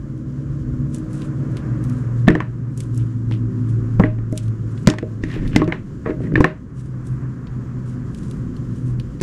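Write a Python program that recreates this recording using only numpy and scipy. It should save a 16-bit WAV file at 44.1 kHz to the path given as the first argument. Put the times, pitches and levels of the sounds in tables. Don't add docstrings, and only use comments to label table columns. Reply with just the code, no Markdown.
import sys
import numpy as np
from scipy import signal
from scipy.fft import rfft, irfft, next_fast_len
from scipy.io import wavfile

SR = 44100
rng = np.random.default_rng(int(sys.argv[2]) if len(sys.argv) > 2 else 0)


def volts_from_decibels(level):
    exponent = np.asarray(level, float) / 20
    return 10 ** exponent


def master(y):
    cut = np.clip(np.atleast_2d(y).T, -1, 1)
    pcm = np.round(cut * 32767)
    wavfile.write(sys.argv[1], SR, pcm.astype(np.int16))


N = 406602


def rms_one(x):
    return x / np.sqrt(np.mean(x ** 2) + 1e-20)


def in_time(rows):
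    s, *columns = np.transpose(rows)
    return [np.interp(np.arange(N) / SR, s, column) for column in columns]


def while_on(rows, fade_s):
    start, end = rows[0][0], rows[-1][0]
    return np.interp(np.arange(N) / SR, [start - fade_s, start, end, end + fade_s], [0, 1, 1, 0])


def at_hz(points, hz):
    table_hz, values = np.array(points)[:, :2].T
    return np.interp(np.log(hz), np.log(table_hz), values)


def drift(rate):
    r = np.exp(-80 * np.pi * rate / SR)
    slow = signal.lfilter([1], [1, -2 * r, r * r], rng.standard_normal(N // 40 + 2002))[2000:]
    return np.interp(np.arange(N) / 40, np.arange(len(slow)), rms_one(slow))


def coloured(x, spectrum):
    size = next_fast_len(N)
    hz = np.arange(1, size // 2 + 2) * SR / size
    (low_hz, low_db), (high_hz, high_db) = spectrum[0], spectrum[-1]
    closed = [(low_hz / 2, low_db - 40)] + list(spectrum) + [(high_hz * 2, high_db - 40)]
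    return rms_one(irfft(rfft(x, size) * volts_from_decibels(at_hz(closed, hz)), size)[:N])


def ring(clicks, hz, t60):
    r, w = volts_from_decibels(-60 / (t60 * SR)), 2 * np.pi * hz / SR
    return signal.lfilter([0, np.sin(w)], [1, -2 * r * np.cos(w), r * r], clicks + 1e-18)


def grains(per_s, spread_db):
    sizes = volts_from_decibels(spread_db * np.minimum(rng.exponential(1, N), 5)) * rng.choice([-1, 1], N)
    return sizes * (rng.random(N) < per_s / SR)


def place(times, peaks_db, sounds):
    out = np.zeros(N + sounds.shape[1])
    for s, peak_db, sound in zip(times, peaks_db, sounds):
        out[round(s * SR):][:len(sound)] += volts_from_decibels(peak_db) * sound / np.abs(sound).max()
    return out[:N]


def strokes(rows, rise_db_per_s, fall_db_per_s):
    t = np.arange(0, N + 32, 32) / SR
    gain = 0
    for s, held, db in rows:
        rise_db = rise_db_per_s * np.maximum(s - t, 0)
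        fall_db = fall_db_per_s * np.maximum(t - s - held, 0)
        gain = gain + volts_from_decibels(db - rise_db - fall_db)
    return np.interp(np.arange(N) / SR, t, gain)


def struck(modes, times, peaks_db, contact_s, vary_db, crunch_s, crumble, size):
    chance = rng.standard_normal((len(times), len(modes)))
    fade = np.exp(-np.arange(size) / (crunch_s * SR)) * np.sqrt(2 / (crunch_s * SR))
    out = 0
    for k, (hz, mode_db, t60) in enumerate(modes):
        push = crumble * fade * rng.standard_normal((len(times), size))
        push[:, 0] += 1 - crumble
        out = out + volts_from_decibels(mode_db + vary_db * chance[:, k:k + 1]) * ring(push, hz, t60)
    soft = signal.butter(2, .4 / contact_s, fs=SR, output="sos")
    return place(times, peaks_db, signal.sosfilt(np.vstack([soft, soft]), out))


def snaps(times, peaks_db, low_hz, high_hz, decay_s):
    t, noise = np.arange(2048) / SR, rng.standard_normal((len(times), 2048))
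    band = signal.butter(3, [low_hz, high_hz], "band", fs=SR, output="sos")
    onset = 1 - np.exp(-t / 0.00022)
    decay = np.exp(-t / decay_s) + .12 * np.exp(-t / (6 * decay_s))
    return place(times, peaks_db, signal.sosfilt(band, noise * onset * decay))


def ducking():
    from_db, share, recover_db_per_s, lag_s = -19.5, 0.35, 13, 0.077
    t, depth = np.arange(N) / SR, np.zeros(N)
    for s, *levels_db in DROPS + SHOVES:
        depth[round(s * SR)] = share * max(max(levels_db) - from_db, 0)
    held = np.maximum.accumulate(depth + recover_db_per_s * t) - recover_db_per_s * t
    r = np.exp(-1 / (lag_s * SR))
    return -signal.lfilter([1 - r], [1, -r], held)


# (f/Hz, level/dB per Hz)
DEEP = [(8.8, -33), (15, -5), (27, -8), (54, 3.5), (86, -5.5), (100, -16.5), (130, -14), (220, -120)]
RUMBLE = [(50, -17.5), (85, -13.5), (108, -3), (135, -3), (173, -6.5), (255, -10), (392, -19), (456, -28.5),
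          (515, -26), (800, -57), (1040, -65), (1760, -120)]
TYRES = [(410, -19.5), (700, -1.5), (848, -6.5), (1020, 2.5), (1340, 1), (1630, -1), (1890, -7),
         (2800, -19.5), (3640, -52), (6160, -120)]
HISS = [(1470, -17.5), (2500, -3), (3020, 4), (3220, 2.5), (3680, -1), (7080, 2), (8420, -4.5),
        (14500, -19.5), (15900, -38), (16400, -38)]
# (t/s, level/dB)
TRAFFIC = [(0, -3), (.7, -0.5), (1.4, 1.5), (2.3, 2.5), (3.3, -2), (3.9, 1), (5.5, 2.5), (7.3, -2),
           (8.5, 1.5), (9.22, -0.5)]
# (t/s, level/dB)
GUSTS = [
    (0.698, -30.5),
    (3.9, -38.5),
    (5.5, -32.5),
    (8.35, -34),
    (9.0, -36.5),
]
# (t/s, held/s, level/dB)
PASSES = [
    (1.65, 0.2, -48),
    (3.75, 0.35, -54.5),
    (7.2, .6, -51.5),
]


def street_noise(duck_db):
    t, busy = np.arange(N) / SR, volts_from_decibels(in_time(TRAFFIC)[0])
    gusts = sum(volts_from_decibels(db) * np.exp(-((t - s) / 0.23) ** 2) for s, db in GUSTS)
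    passing = strokes(PASSES, 14.5, 14.5)
    deep_gain = np.hypot(volts_from_decibels(-38.5), gusts)
    rumble_gain = volts_from_decibels(-29) * busy
    tyres_gain = np.hypot(volts_from_decibels(-53) * busy, passing)
    hiss_gain = volts_from_decibels(-63 + 0.29 * duck_db) * busy
    noise = 0
    for spectrum, gain, flicker_db in [(DEEP, deep_gain, 0.71), (RUMBLE, rumble_gain, 0.47),
                                       (TYRES, tyres_gain, 1.0), (HISS, hiss_gain, 1.0)]:
        flicker = volts_from_decibels(flicker_db * drift(10))
        noise = noise + gain * flicker * coloured(rng.standard_normal(N), spectrum)
    whine = rms_one(ring(rng.standard_normal(N), 7060, .1))
    return noise + hiss_gain * volts_from_decibels(-15) * whine


def tone(rows, wobble_hz, half_db):
    out = while_on(rows, fade_s=0.056)
    on = out > 0
    hz, level_db = in_time(rows)
    turn = 2 * np.pi * np.cumsum((hz + wobble_hz * drift(3))[on]) / SR
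    level = np.sqrt(2) * volts_from_decibels((level_db + 2.6 * drift(6.3))[on])
    out[on] *= level * (np.sin(turn) + volts_from_decibels(half_db) * np.sin(turn / 2))
    return out


# (t/s, f/Hz, level/dB)
ENGINE_NEAR = [(0, 120, -40), (.8, 122.1, -29.5), (1.25, 119.8, -34), (2.2, 119, -20), (2.8, 117.7, -27.5),
               (3.2, 114.4, -21), (3.94, 113.5, -19), (4.85, 109.6, -24), (5.7, 108, -30)]
ENGINE_FAR = [(0, 137.5, -34), (.51, 139, -26), (1.05, 139, -30.5), (1.5, 139, -27.5), (2.199, 140.2, -33),
              (2.701, 138.5, -26), (3.199, 138, -38.5), (3.95, 138, -28.5)]
ENGINE_LATE = [(6.72, 125.1, -41), (6.8, 127.6, -28.5), (7.3, 128, -29.5), (7.87, 125.9, -32),
               (8.74, 122.8, -31), (8.93, 123, -19), (9.19, 119.7, -39.5)]
ENGINE_FADING = [(6.72, 123.7, -44), (6.8, 123.1, -29.5), (7.3, 121, -36), (7.8, 119.6, -31.5),
                 (8.0, 118.1, -52)]


def engines():
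    passing = [ENGINE_NEAR, ENGINE_FAR, ENGINE_LATE, ENGINE_FADING]
    return sum(tone(rows, wobble_hz=0.38, half_db=-20.0) for rows in passing)


# (start t/s, loudest t/s, end t/s, f/Hz, level/dB)
DRONES = [
    (0, 0.79, 1.624, 248, -33.5),
    (1.85, 1.5, 2, 249, -26.5),
    (2.6, 3.3, 3.95, 250.3, -31.5),
    (7.2, 9, 8.9, 248, -34),
    (0, 1.21, 1.9, 313, -32),
    (2.85, 2, 3.95, 312, -37),
    (2.9, 3.44, 3.95, 193.2, -36),
    (3.3, 3.5, 4.3, 377, -41),
]


def drones():
    swell_db = 11.5
    out = 0
    for start, top, end, hz, db in DRONES:
        rows = [(start, hz, db - swell_db), (top, hz, db), (end, hz, db - swell_db / 2)]
        out = out + tone(rows, wobble_hz=1.472, half_db=-18.0)
    return out


def growl():
    band = signal.butter(4, [400, 610], "band", fs=SR, output="sos")
    level = strokes([(1.6, 0, -44.5)], rise_db_per_s=6, fall_db_per_s=12)
    return level * volts_from_decibels(0.63 * drift(7.1)) * rms_one(signal.sosfilt(band, rng.standard_normal(N)))


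def street():
    duck_db = ducking()
    return volts_from_decibels(duck_db) * (street_noise(duck_db) + engines() + drones() + growl())


# (t/s, dull level/dB, bright level/dB)
TICKS = [(.177, -55, -47.5), (0.9455, -37, -23), (.983, -51, -35), (1.1308, -50, -37), (1.1797, -49.5, -45),
         (1.2188, -34, -40), (1.5692, -31, -33.5), (1.84, -47, -33.5), (1.897, -42.5, -36),
         (2.775, -59, -26), (2.804, -30, -22.5), (2.8354, -46, -39), (2.9577, -61, -41), (2.9755, -57, -30),
         (2.945, -56, -39), (8.232, -45, -45), (4.324, -50, -33.5), (4.376, -22.5, -17), (4.481, -42, -41),
         (4.776, -38, -52), (5.3143, -32, -46), (5.4766, -32.5, -37), (4.862, -35, -60), (5.28, -46, -52),
         (5.642, -37, -46), (7.0694, -49, -37), (7.4695, -39, -65), (8.1466, -36.5, -35), (8.311, -36, -33),
         (8.5654, -39, -43.5), (8.998, -29, -38), (4.457, -50, -50), (1.2195, -38, -60), (9.201, -36, -50),
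         (9.213, -34, -24), (3.31, -40, -50), (5.688, -50, -44)]


def ticks():
    s, dull_db, bright_db = np.transpose(TICKS)
    dull = snaps(s, dull_db, low_hz=1900, high_hz=4600, decay_s=0.0022)
    bright = snaps(s, bright_db - 1.5, low_hz=5400, high_hz=10800, decay_s=0.0018)
    return dull + bright


# (t/s, held/s, level/dB)
SLIDES = [(.945, 0.014, -50.5), (1.14, 0.1, -54.5), (1.52, 0.063, -64), (1.84, 0.18, -61.5),
          (2.78, 0.057, -53.5), (2.94, 0.14, -63.5), (3.31, 0.021, -62), (3.69, .03, -59.5),
          (4.0, 0.028, -59), (4.37, 0.062, -56), (4.71, 0.13, -65), (6.23, 0.012, -64), (6.78, 0.07, -59.5),
          (7.06, 0.066, -62), (7.88, .02, -58.5), (8.14, 0.054, -59.5), (8.23, 0.13, -58.5),
          (8.75, 0.036, -60), (8.87, 0.031, -57), (5.305, 0.035, -60), (5.48, 0.02, -63)]
# (f/Hz, level/dB per Hz)
TACK = [(2500, 2), (4500, -3), (6500, 1.5), (9000, 2), (11000, -7), (14000, -33), (16000, -32)]


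def crackle():
    slips = grains(per_s=3700, spread_db=0.0) * volts_from_decibels(3.2 * drift(30))
    return coloured(slips, TACK) * strokes(SLIDES, 397, 241.5)


# (t/s, held/s, level/dB)
SMEARS = [
    (1.21, .02, -53),
    (1.57, 0.015, -51.5),
    (2.98, 0.033, -55),
    (3.325, 0.022, -45),
    (4.38, 0.015, -52),
    (4.88, .03, -52),
]


def smears():
    return rms_one(ring(grains(per_s=1300, spread_db=3.5), 2970, 0.0019)) * strokes(SMEARS, 900, 500)


# (t/s, table boom level/dB, knock level/dB, clack level/dB, crack level/dB)
DROPS = [(2.271, -31.5, -42, -30, -55), (2.2776, 0, -8, -40.5, -41), (2.283, -9.5, -19, -12, -36),
         (2.302, 0, -30, -24.5, -36.5), (2.351, -9, -15, -21.5, -38), (2.403, -23, -18, -16, -40),
         (3.311, -18, -31, -38, -43), (3.9943, -22, -40, -34, -48), (3.999, -3, -12, -27, -40),
         (4.036, -5, -15, -24, -50), (4.185, -20.5, -43, -46.5, -66), (4.325, -7, -41, -48, -52),
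         (4.8715, -3, -13, -10, -7), (4.886, -3, -29.5, -18, -45), (4.899, -19, -21, -37, -20),
         (4.936, -25, -24.5, -33, -42), (4.984, -28, -29, -23.5, -34.5), (5.025, -17, -38, -37, -56),
         (9.211, -10, -29, -31, -31), (9.2165, -11, -24.5, -27, -28)]
SHOVES = [(5.236, -7.5, -47, -26, -34.5), (5.363, -11, -50, -35, -60), (5.531, -33, -47, -33, -57),
          (5.339, -30, -50, -34, -45), (5.55, -18, -39.5, -31, -51), (5.5602, -3, -20, -9, -15),
          (5.598, -7, -43, -44.5, -60), (5.617, -3, -13.5, -27, -43), (5.676, -8, -24, -31, -42),
          (5.722, -22, -18, -16.5, -43.5), (6.059, -15, -22, -34, -70), (6.074, -15, -30, -40, -66),
          (6.094, -10.5, -35, -36, -70), (6.104, -12.5, -33, -34, -64), (6.202, -16, -35, -54, -60),
          (6.318, -23, -61, -39, -67), (6.338, -4.5, -59, -41, -52), (6.3548, -4, -27, -10, -43),
          (6.377, -3, -22, -37, -49), (6.404, 2.5, -9.5, -13, -22), (6.442, -7, -7, -7.5, -32)]


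def landings():
    s, *levels_db = np.transpose(DROPS + SHOVES)
    return s + .001, *levels_db


# (f/Hz, level/dB, t60/s)
TABLE = [(110, -23.5, 0.17), (165.8, 4, 0.2), (185, -18, 0.36), (215.3, -1.5, 0.13), (255, -1, 0.041),
         (259, 4, 0.076), (305, 8, 0.15), (327, -10, 0.031)]
PUSH = [(147, 0, 0.059)]
THUMP = [(374, -2, 0.14), (457, 1.5, 0.049), (539, 2.5, 0.032), (619.5, -8, 0.21)]


def table_boom():
    s, boom_db, knock_db, _, _ = landings()
    boom = struck(TABLE, s, boom_db - 1.0, contact_s=0.00068, vary_db=3.5,
                  crunch_s=0.0027, crumble=0.3, size=8192)
    lurch = struck(PUSH, s, 1.5 * boom_db - 12.0, contact_s=0.0013, vary_db=0,
                   crunch_s=0.0036, crumble=0.11, size=2048)
    thump = struck(THUMP, s, .6 * knock_db + .4 * boom_db - 5.0, contact_s=0.00052, vary_db=3,
                   crunch_s=0.005, crumble=0.55, size=4096)
    return thump - boom - lurch


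# (f/Hz, level/dB, t60/s)
KNOCK = [(720, -2, .015), (880, -2, .012), (1060, 0, .02), (1200, -2, .012), (1380, -3, .01)]
CLACK = [(1550, -3, 0.0068), (1800, 1.5, .009), (2050, -1, 0.0076), (2470, -3.5, .004), (2980, -10.5, .004),
         (3700, -14.5, 0.0034), (4600, -19.5, .002)]


def piece_clatter():
    s, _, knock_db, clack_db, crack_db = landings()
    knock = struck(KNOCK, s, knock_db + 2.0, contact_s=0.00024, vary_db=-2.5,
                   crunch_s=0.0036, crumble=0.65, size=2048)
    clack = struck(CLACK, s, clack_db + 5.0, contact_s=.0001, vary_db=1.0,
                   crunch_s=0.0024, crumble=0.74, size=2048)
    crack = snaps(s, crack_db + 6, low_hz=2300, high_hz=7000, decay_s=.0012)
    return knock + clack + crack


# (t/s, level/dB, f/Hz)
SLAMS = [
    (2.2785, 12, 207),
    (3.9973, 11, 175),
    (4.8733, 12, 190),
    (6.404, 1, 200),
    (5.561, 0, 240),
]


def table_slams():
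    s, level_db, pitches = np.transpose(SLAMS)
    weight = signal.lfilter(np.hanning(40), 1, np.eye(1, 8192))
    return place(s, level_db, np.vstack([-ring(weight, hz, .024) for hz in pitches]))


# (t/s, level/dB, f/Hz, t60/s)
RINGS = [(2.284, -6, 1790, .025), (2.29, -10, 309, .2), (2.301, -16, 1900, .015), (2.352, -18, 1800, .02),
         (4.037, -12, 1940, .018), (4.04, -12, 307, .15), (5.5615, -5, 2050, .02), (5.564, -15, 308, .1),
         (5.6175, -16, 1100, .07), (5.619, -12, 308, .12), (5.678, -9, 330, .045), (5.722, -21, 2160, .02),
         (5.2365, -24, 1900, .02), (5.316, -30, 1850, .03), (6.271, -38, 1900, .02),
         (6.32, -34, 1600, .015), (6.0605, -24, 1900, .03), (6.357, -8, 1800, .02), (6.379, -12, 308, .12),
         (6.406, -12, 308, .1), (6.4435, -7, 1780, .025), (6.445, -12, 1100, .04)]


def clear_rings():
    s, level_db, pitches, t60s = np.transpose(RINGS)
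    click = np.eye(1, 8192)
    sounds = [ring(ring(click, hz, 4.0 / hz), hz, t60) for hz, t60 in zip(pitches, t60s)]
    return place(s, level_db, np.vstack(sounds))


# (t/s, held/s, level/dB)
CRUMBS = [(2.288, .03, -38), (2.358, .02, -44), (4.008, .015, -38), (4.045, 0.017, -39), (4.89, .035, -38),
          (6.062, 0.0068, -34), (6.093, .016, -41), (6.365, 0.027, -38), (6.45, 0.015, -36),
          (5.57, 0.032, -37), (5.727, .02, -38), (5.685, .015, -38), (2.41, .01, -36)]
# (f/Hz, level/dB per Hz)
CRUMB = [(600, -6), (1000, 2.5), (1400, -3), (1850, 3), (2400, -10), (3200, -26)]


def crumbs():
    return coloured(grains(per_s=2500, spread_db=1.5), CRUMB) * strokes(CRUMBS, 1500, 400)


# (t/s, level/dB)
THUDS = [(5.029, -14), (5.035, -18), (5.047, -23), (6.062, -13), (6.068, -20), (6.073, -14.5),
         (6.086, -17.5), (6.095, -14), (6.105, -14.5), (6.118, -20.5), (6.205, -21.5), (6.237, -25),
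         (6.272, -26), (6.322, -16), (4.327, -18), (6.415, -14.5), (6.458, -16), (2.291, -8),
         (2.313, -11.5), (2.367, -17), (4.012, -11.5)]


def thuds():
    s, level_db = np.transpose(THUDS)
    return struck(THUMP, s, level_db, contact_s=0.00072, vary_db=3.0, crunch_s=0.002, crumble=0.33, size=2048)


# (t/s, level/dB)
SWAY = [
    (3.99, -22),
    (5.4, -21),
]


def sway():
    rocking = rms_one(ring(rng.standard_normal(N), 29.6, .6))
    return rocking * strokes([(s, 0, db) for s, db in SWAY], 141, 53)


# (t/s, held/s, level/dB)
RASPS = [
    (5.238, .006, -52),
    (5.294, .045, -55),
    (5.41, .11, -61),
    (6.228, .02, -63),
]
# (f/Hz, level/dB per Hz)
RASP = [(2200, -6), (3000, 2), (5000, 1), (7500, -5), (10000, -16)]


def rasps():
    return coloured(grains(per_s=4000, spread_db=2.5), RASP) * strokes(RASPS, 698, 698)


# (t/s, held/s, level/dB)
DRAG = [
    (5.24, 0.034, -50.5),
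    (5.3, .025, -43),
    (5.36, .11, -44.5),
    (5.49, .03, -53.5),
    (6.07, 0.026, -44.5),
    (6.225, 0.022, -49),
    (6.265, 0.0073, -54),
    (6.32, .03, -63),
]
# (t/s, held/s, level/dB)
TIPS = [
    (5.33, .028, -44),
    (5.531, .006, -46),
    (5.55, .004, -42),
]


def drag():
    slips = grains(per_s=5000, spread_db=2) * volts_from_decibels(3.0 * drift(40))
    body = ring(slips, 1870, 0.0074) + 0.5 * ring(slips, 2173, 0.0019) + 0.26 * ring(slips, 1200, 0.004)
    chatter = rms_one(ring(slips, 2600, .003))
    return rms_one(body) * strokes(DRAG, 505, 505) + chatter * strokes(TIPS, 900, 600)


# (t/s, held/s, level/dB)
LEANS = [
    (5.38, 0.22, -23.5),
    (6.22, .1, -22),
]


def lean():
    return coloured(rng.standard_normal(N), RUMBLE) * strokes(LEANS, 120, 100)


# (f/Hz, t60/s)
ROOM = [(100, 0.23), (1000, 0.29), (3000, 0.23), (10000, 0.063)]


def room(x):
    t, edges = np.arange(SR // 2) / SR, 70 * 2 ** np.arange(0, 8.1, .5)
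    tail = 0
    for low, high in zip(edges, edges[1:]):
        band = signal.butter(2, [low, high], "band", fs=SR, output="sos")
        noise = signal.sosfilt(band, rng.standard_normal(len(t)))
        tail = tail + noise * volts_from_decibels(-60 * t / at_hz(ROOM, np.sqrt(low * high)))
    tail = tail * (1 - np.exp(-t / 0.0011))
    return signal.fftconvolve(x, tail / np.sqrt(np.sum(tail ** 2)))[:N]


def air(x):
    edges, white = 500 * 2 ** np.arange(0, 4.1, .5), rng.standard_normal((2, N))
    build = np.exp(-1 / (0.0031 * SR))
    out = 0
    for k, (low, high) in enumerate(zip(edges, edges[1:])):
        band = signal.butter(2, [low, high], "band", fs=SR, output="sos")
        heard, noise = signal.sosfilt(band, [x + 1e-18, white[k % 2]])
        keep = volts_from_decibels(-120 / (at_hz(ROOM, np.sqrt(low * high)) * SR))
        linger = np.convolve([1, -keep], [1, -build])
        power = signal.lfilter([(1 - keep) * (1 - build)], linger, heard ** 2)
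        out = out + np.sqrt(np.abs(power)) * rms_one(noise)
    return out


def scene():
    cutting = ticks() + crackle() + smears()
    boom = table_boom() + thuds()
    near = cutting + piece_clatter() + clear_rings() + crumbs() + rasps() + drag()
    near = signal.sosfilt(signal.butter(2, 13500, fs=SR, output="sos"), near)
    echoes = volts_from_decibels(-15) * air(near) + volts_from_decibels(-13.5) * room(boom)
    return (street() + near + boom + table_slams() + sway() + lean() + echoes)[None]


def band_limit(x):
    return signal.sosfilt(signal.butter(12, 16600, fs=SR, output="sos"), x)


def record(dry):
    mix = np.clip(dry, -.98, .99)
    return band_limit(mix)


dry = scene()
out = record(dry)
master(out)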